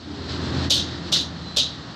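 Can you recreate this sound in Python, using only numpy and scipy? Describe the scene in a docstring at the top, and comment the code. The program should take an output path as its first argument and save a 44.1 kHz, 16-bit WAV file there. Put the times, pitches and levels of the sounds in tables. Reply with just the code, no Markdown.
"""A low rumble with engine-like tones is heard first, under a soft hiss of sliding, in a hard-walled workshop.
In front of it steel clutch plates are handled and slid onto an engine: three bright clinks ring on in the room,
with lighter rebounds after them; a faint squeak leads into the last. Rumble, hiss and scuffs are coloured noise;
engine tones, drones, squeak and plate ring are sines; contacts are noise bursts coloured by a click and
followed by dense reflections. At the microphone a gain control ducks loud moments."""
import sys
import numpy as np
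from scipy import signal
from scipy.fft import rfft, irfft
from scipy.io import wavfile
from scipy.ndimage import uniform_filter1d

SR = 44100
rng = np.random.default_rng(int(sys.argv[2]) if len(sys.argv) > 2 else 0)


def dump_mix(stems):
    """Bounce the given channels to the path in sys.argv[1] as a 16-bit WAV at rate SR."""
    frames = np.atleast_2d(stems).T  # one column per channel
    limited = np.clip(frames, -1, 1)  # hard clip at full scale
    pcm = np.round(limited * 32767).astype(np.int16)
    wavfile.write(sys.argv[1], SR, pcm)


N = 85995
T = np.arange(N) / SR   # time [s]


def from_db(db):
    """Convert decibels to an amplitude gain."""
    return 10 ** (np.asarray(db) / 20)


def rms_one(x):
    """Scale to unit rms."""
    return x / np.sqrt(np.mean(x ** 2) + 1e-20)


def in_time(rows):
    """Join the rows of a curve by straight lines, one array per column after the time."""
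    times_s, *columns = np.transpose(rows)
    return [np.interp(T, times_s, column) for column in columns]


def at_hz(points, hz):
    """Read a spectrum between its points on a log-frequency axis."""
    point_hz, value = np.transpose(points)
    return np.interp(np.log(np.maximum(hz, 1)), np.log(point_hz), value)


def drift(rate_hz):
    """Smooth random wandering of unit rms: white noise through two equal one-pole low-passes."""
    pole = np.exp(-2 * np.pi * rate_hz / SR)
    wander = signal.lfilter([1], [1, -2 * pole, pole * pole], rng.standard_normal(2 * N))
    return rms_one(wander[N:])   # the first half lets the filter settle


def noise(spectrum):
    """Noise of unit rms, coloured by a spectrum."""
    hz = np.fft.rfftfreq(N, 1 / SR)
    white = rfft(rng.standard_normal(N))
    return rms_one(irfft(white * from_db(at_hz(spectrum, hz)), N))


def tone(hz, jitter, waver_db, rate):
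    """A sine of about unit rms whose pitch and level waver; jitter is a fraction of the pitch."""
    turns = np.cumsum(hz * (1 + jitter * drift(rate))) / SR + rng.random()
    return np.sqrt(2) * np.sin(2 * np.pi * turns) * from_db(waver_db * drift(rate))


# The engine-like background, before trims:
# (time [s], noise level [dB], firing rate [Hz], level of the tones [dB])
ENGINE_SWELL = [(0, -41, 42.8, -42), (.25, -34, 42.3, -33.5), (.45, -29, 41.74, -28),
                (.57, -26.5, 41.9, -23), (.665, -27, 41.68, -23.5), (.695, -34.5, 41.1, -32),
                (.84, -31.5, 41.76, -28), (.97, -34, 41.58, -32), (1.1, -33, 40.55, -39.5),
                (1.5, -36.5, 39.77, -39.5), (1.95, -35.5, 39, -46)]
# Its tones: (multiple of the firing rate, level [dB])
ENGINE_ORDERS = [(2, -5.5), (3, -13), (4, -15), (5, -14), (7, -13)]
# Colours of the low rumble, the growl above it and the airy rush: (frequency [Hz], relative level [dB per Hz])
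RUMBLE_COLOUR = [(28, -38), (48, -19), (66, -1), (100, 0.5), (135, 4.5), (200, -0.5), (260, -8), (400, -25),
                 (800, -67), (3000, -77)]
GROWL_COLOUR = [(120, -42), (210, -4.5), (270, 1.5), (330, -3.5), (430, -11), (700, -16.5), (1500, -43),
                (5000, -60.5)]
RUSH_COLOUR = [(300, -3), (550, -1.5), (800, -1), (1300, -1), (1900, -3.5), (2400, -17.5), (4000, -17.5),
               (7000, -35), (10000, -69)]


def rumble():
    """Engine-like tones sag in pitch as their rumble and rush swell, then recede and grow duller."""
    rumble_trim_db, growl_trim_db, growl_fade_db_per_s = -4, -2.5, 2.5
    rush_peak_db, rush_follows = -34.5, 0.95   # dB of rush per dB of swell
    level_db, firing_hz, tones_db = in_time(ENGINE_SWELL)
    swell_db = level_db - level_db.max()
    tones = sum(from_db(order_db) * tone(round(order) * firing_hz, jitter=0.004, waver_db=1.5, rate=4.55)
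                for order, order_db in ENGINE_ORDERS)
    low = from_db(level_db + rumble_trim_db) * noise(RUMBLE_COLOUR)
    growl = from_db(level_db + growl_trim_db - growl_fade_db_per_s * T) * noise(GROWL_COLOUR)
    rush = from_db(rush_peak_db + rush_follows * swell_db) * noise(RUSH_COLOUR)
    return from_db(tones_db) * tones + low + growl + rush


# Low droning tones: (start [s], end [s], start pitch [Hz], end pitch [Hz], level at the middle [dB])
DRONE_TONES = [(.02, .62, 404, 399, -42), (0, .62, 296, 292, -39), (.3, 1.4, 355, 345, -41),
               (.9, 1.75, 173, 168, -41)]


def drones():
    """Low wavering tones in the background fade in, sink a little and fade out."""
    out = 0
    for start_s, end_s, start_hz, end_hz, db in DRONE_TONES:
        part = np.clip((T - start_s) / (end_s - start_s), 0, 1)
        hz = start_hz + (end_hz - start_hz) * part
        fade = np.sin(np.pi * part)
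        out = out + from_db(db) * fade * tone(hz, jitter=0.003, waver_db=3.5, rate=5.7)
    return out


# The sliding hiss: (time [s], level [dB])
HISS_LEVEL = [(0, -46), (.12, -43), (.278, -40.5), (.296, -32.5), (.34, -34), (.395, -38.5), (.44, -33),
              (.51, -37), (.65, -31.5), (.695, -43.5), (.87, -39), (.925, -38.5), (1.02, -42), (1.09, -36),
              (1.13, -47.5), (1.33, -45), (1.41, -43), (1.95, -43.5)]
# Colours of the hiss and of the scuffs: (frequency [Hz], relative level [dB per Hz])
HISS_COLOUR = [(1500, -8), (2400, -9), (3200, -3.5), (4200, 1.5), (5200, -7), (6500, -16.5), (8000, -21.5),
               (9300, -47.5), (12000, -64)]
SCUFF_COLOUR = [(300, -11), (600, -3), (1200, -8), (1900, 4), (2600, -13), (4000, 9.5), (6500, -16),
                (11000, -63)]
# The plate scuffs against the hub as it seats: (time of the middle [s], level [dB], half length [s])
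HUB_SCUFFS = [(0.947, -40.5, 0.042), (1.164, -29.5, 0.02)]
# The thin squeak: (time [s], level [dB], pitch [Hz])
SQUEAK_GLIDE = [(1.41, -56, 4130), (1.445, -45, 4090), (1.48, -40, 4050), (1.5, -41.5, 4030),
                (1.515, -47, 4005), (1.545, -42, 4070), (1.575, -48, 4060)]


def sliding():
    """Sliding steel: a soft noise hiss, short swells of scuffing noise and one thin, wavering squeak."""
    hiss_db, = in_time(HISS_LEVEL)
    hiss = from_db(hiss_db + 0.56 * drift(6.1)) * noise(HISS_COLOUR)
    scuff_gain = sum(from_db(db) * np.exp(-((T - s) / half_s) ** 2) for s, db, half_s in HUB_SCUFFS)
    squeak_db, squeak_hz = in_time(SQUEAK_GLIDE)
    sounding = (T > SQUEAK_GLIDE[0][0]) & (T < SQUEAK_GLIDE[-1][0])
    squeak = sounding * from_db(squeak_db) * tone(squeak_hz, jitter=.004, waver_db=1.7, rate=80)
    return hiss + scuff_gain * noise(SCUFF_COLOUR) + squeak


# One soft, low bump: (time [s], level [dB], pitch [Hz], t60 [s])
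SEATING_BUMP = (0.5, -24.5, 154.5, 0.1)


def bump():
    """One soft, low thud as the plate is seated: a dying sine."""
    s, db, hz, t60 = SEATING_BUMP
    age = np.maximum(T - s, 0)
    return from_db(db - 60 * age / t60) * np.sin(2 * np.pi * hz * age)


# The plate sings briefly as it settles after a clink: (time [s], level [dB], pitch [Hz])
SETTLING_NOTES = [(.752, -27, 3780), (1.186, -18.8, 3985), (1.63, -21.5, 3988)]
# The modes that sing then: (offset from that pitch [Hz], level [dB], t60 [s])
SETTLING_PAIR = [(0, -2.5, .23), (-62, 1.5, .12)]


def settling():
    """A light late touch wakes a close, beating pair of the plate's modes; the upper one lingers."""
    rise_s = 0.0079
    out = 0
    for s, db, hz in SETTLING_NOTES:
        age = np.maximum(T - s, 0)
        pair = sum(from_db(mode_db - 60 * age / t60) * np.sin(2 * np.pi * (hz + offset_hz) * age)
                   for offset_hz, mode_db, t60 in SETTLING_PAIR)
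        out = out + from_db(db) * (1 - np.exp(-age / rise_s)) * pair
    return out


# Colour of a steel contact: (frequency [Hz], relative level [dB per Hz])
CONTACT_COLOUR = [(150, -45), (420, -18.5), (590, -13), (760, -21.5), (1800, -29), (2350, -22.5),
                  (2850, -10), (3750, 1.5), (4500, -5.5), (5300, -8.5), (6400, -11.5), (8000, -20),
                  (10800, -30.5), (13500, -29.5)]


def snap(tilt_db, size=2048):
    """A causal click of unit energy in the colour of a contact, tilted in dB per octave above 4 kHz."""
    hz = np.fft.rfftfreq(size, 1 / SR)
    octaves = np.log2(np.maximum(hz / 4000, 1))
    # folding the cepstrum forward gives minimum phase
    cepstrum = irfft(np.log(from_db(at_hz(CONTACT_COLOUR, hz) + tilt_db * octaves)))
    cepstrum[1:size // 2] *= 2
    cepstrum[size // 2 + 1:] = 0
    click = irfft(np.exp(rfft(cepstrum)))
    return click / np.linalg.norm(click)


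def burst(t60):
    """A dying spray of tiny impacts with unit energy: white noise under a decay."""
    spray = rng.standard_normal(N) * from_db(np.maximum(-60 * T / t60, -200))
    return spray / np.linalg.norm(spray)


# Decay of the workshop, before the length factor: (frequency [Hz], t60 [s])
WORKSHOP_T60 = [(1000, 0.16), (3400, 0.29), (6000, 0.3), (13000, 0.11)]


def workshop(length, size=22050):
    """Dense reflections of unit energy build up, hold briefly and die at a rate set by their band."""
    build_s, hold_s = 0.0019, 0.011
    t, hz = T[:size], np.fft.rfftfreq(size, 1 / SR)
    white = rfft(rng.standard_normal(size))
    edges_hz = [0, 2000, 4800, 7000, 10000, SR / 2]
    tail = 0
    for low, high in zip(edges_hz, edges_hz[1:]):
        t60 = length * at_hz(WORKSHOP_T60, (low + high) / 2)
        band = irfft(white * (hz >= low) * (hz < high), size)
        tail = tail + band * from_db(-60 * np.maximum(t - hold_s, 0) / t60)
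    tail = tail * (1 - np.exp(-t / build_s))
    return np.pad(tail / np.linalg.norm(tail), (0, N - size))


# The plate rebounds against the hub's teeth: (time [s], relative level [dB], treble tilt [dB per octave])
REBOUND_TAPS = [(0.7435, -4.5, 2), (0.7555, -7.5, 0), (0.766, -6.5, -1), (0.7775, -7.5, -1.5),
                (0.7973, -7.5, -5), (1.161, -8, -3.5), (1.168, -3.5, -4.5), (1.1888, -9, -2),
                (1.211, -15, 1), (1.602, -18, -9), (1.634, -10, -11), (1.657, -16, -12)]


def rebounds():
    """Light late taps keep the plate rattling, each with a little room; glancing ones are duller."""
    trim_db, tap_t60_s, room_db = 7.5, 0.038, -2
    taps = np.zeros(N)
    for s, db, tilt_db in REBOUND_TAPS:
        i = int(s * SR)
        tap = burst(tap_t60_s) + from_db(room_db) * workshop(1)
        taps[i:] += from_db(db + trim_db) * signal.fftconvolve(tap, snap(tilt_db))[:N - i]
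    return taps


# The three clinks, in front: (time of the main contact [s], relative level [dB],
# treble tilt [dB per octave], plate ring [dB], factor on the contact spacing and room decay)
CLINK_EVENTS = [(0.7069, -2.5, -1, 3.5, 1.01), (1.1269, -3, -2.5, -1.5, 0.98),
                (1.5709, -2.5, -3, -0.5, .95)]
# Contacts within a clink, before that factor: (time after the first touch [s], relative level [dB])
CLINK_CONTACTS = [(0.0, -10.5), (0.0045, -1.5), (0.0075, 3), (0.0121, -7.5), (0.021, -0.5), (0.037, -11.5)]
# Ringing modes of the plate: (frequency [Hz], relative level [dB], t60 [s])
PLATE_MODES = [(3000, 0, 0.21), (3190, -6, 0.3), (3130, -5, 0.32), (3300, -4, 0.23), (3590, -1.5, 0.38),
               (3630, -6.5, 0.56), (3660, -12, 0.29), (3830, -2.5, 0.56), (3830, -17, 0.45),
               (3990, -4, 0.39), (4188, -14, 0.35), (4320, -15, 0.24), (4400, -2.5, 0.39), (4680, -2, 0.39)]


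def clink(s, level_db, tilt_db, ring_db, length):
    """A quick run of steel contacts: each cracks, chatters and fills the room, and the plate rings on."""
    lead_s = .0075   # from first touch to main contact, before the length factor
    crack_share, crack_t60_s, chatter_t60_s = 0.79, 0.0053, 0.042
    direct_db, room_db = 8, 10
    rattle_db, rattle_hz = 1.0, 110   # unevenness of the decay
    ring_trim_db, ring_build_s = -23.5, 0.01
    contacts = np.zeros(N)
    for after_s, db in CLINK_CONTACTS:
        i = int((s + (after_s - lead_s) * length) * SR)
        direct = crack_share * burst(crack_t60_s) + burst(chatter_t60_s)
        contact = from_db(direct_db) * direct + from_db(room_db) * workshop(length)
        contacts[i:] += from_db(db) * contact[:N - i]
    age = np.maximum(T - s, 0)
    # the unevenness grows over the first 20 ms
    contacts = contacts * from_db(rattle_db * drift(rattle_hz) * np.minimum(age / .02, 1))
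    ring = sum(from_db(ring_trim_db + ring_db + db - 60 * age / t60)
               * np.sin(2 * np.pi * (hz * T + rng.random())) for hz, db, t60 in PLATE_MODES)
    ring = ring * (1 - np.exp(-age / ring_build_s))
    return from_db(level_db) * (signal.fftconvolve(contacts, snap(tilt_db))[:N] + ring)


def scene():
    """Rumble and drones behind, sliding and seating nearer, rebounds and clinks in front; one channel."""
    background = rumble() + drones()
    handling = sliding() + bump() + settling() + rebounds()
    clinks = sum(clink(*row) for row in CLINK_EVENTS)
    return (background + handling + clinks)[None]


def record(dry):
    """Gain control ducks under loud sounds and recovers; peaks are rounded, deep bass and top are cut."""
    limit_db, cut_per_db, recover_db_per_s = -17, 0.57, 76
    peak_top, bass_cut_hz, top_cut_hz = .66, 40, 13850
    level_db = 10 * np.log10(np.maximum(uniform_filter1d(dry[0] ** 2, size=400), 1e-12))
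    cut_db = np.maximum(level_db - limit_db, 0) * cut_per_db
    # a cut is released along a straight line in dB
    held_db = np.maximum.accumulate(cut_db + recover_db_per_s * T) - recover_db_per_s * T
    out = dry * from_db(-uniform_filter1d(held_db, size=200))
    out = out / (1 + (out / peak_top) ** 6) ** (1 / 6)
    out = signal.sosfilt(signal.butter(3, bass_cut_hz, "high", fs=SR, output="sos"), out)
    return signal.sosfilt(signal.ellip(10, .2, 70, top_cut_hz, fs=SR, output="sos"), out)


dry = scene()
out = record(dry)
dump_mix(out)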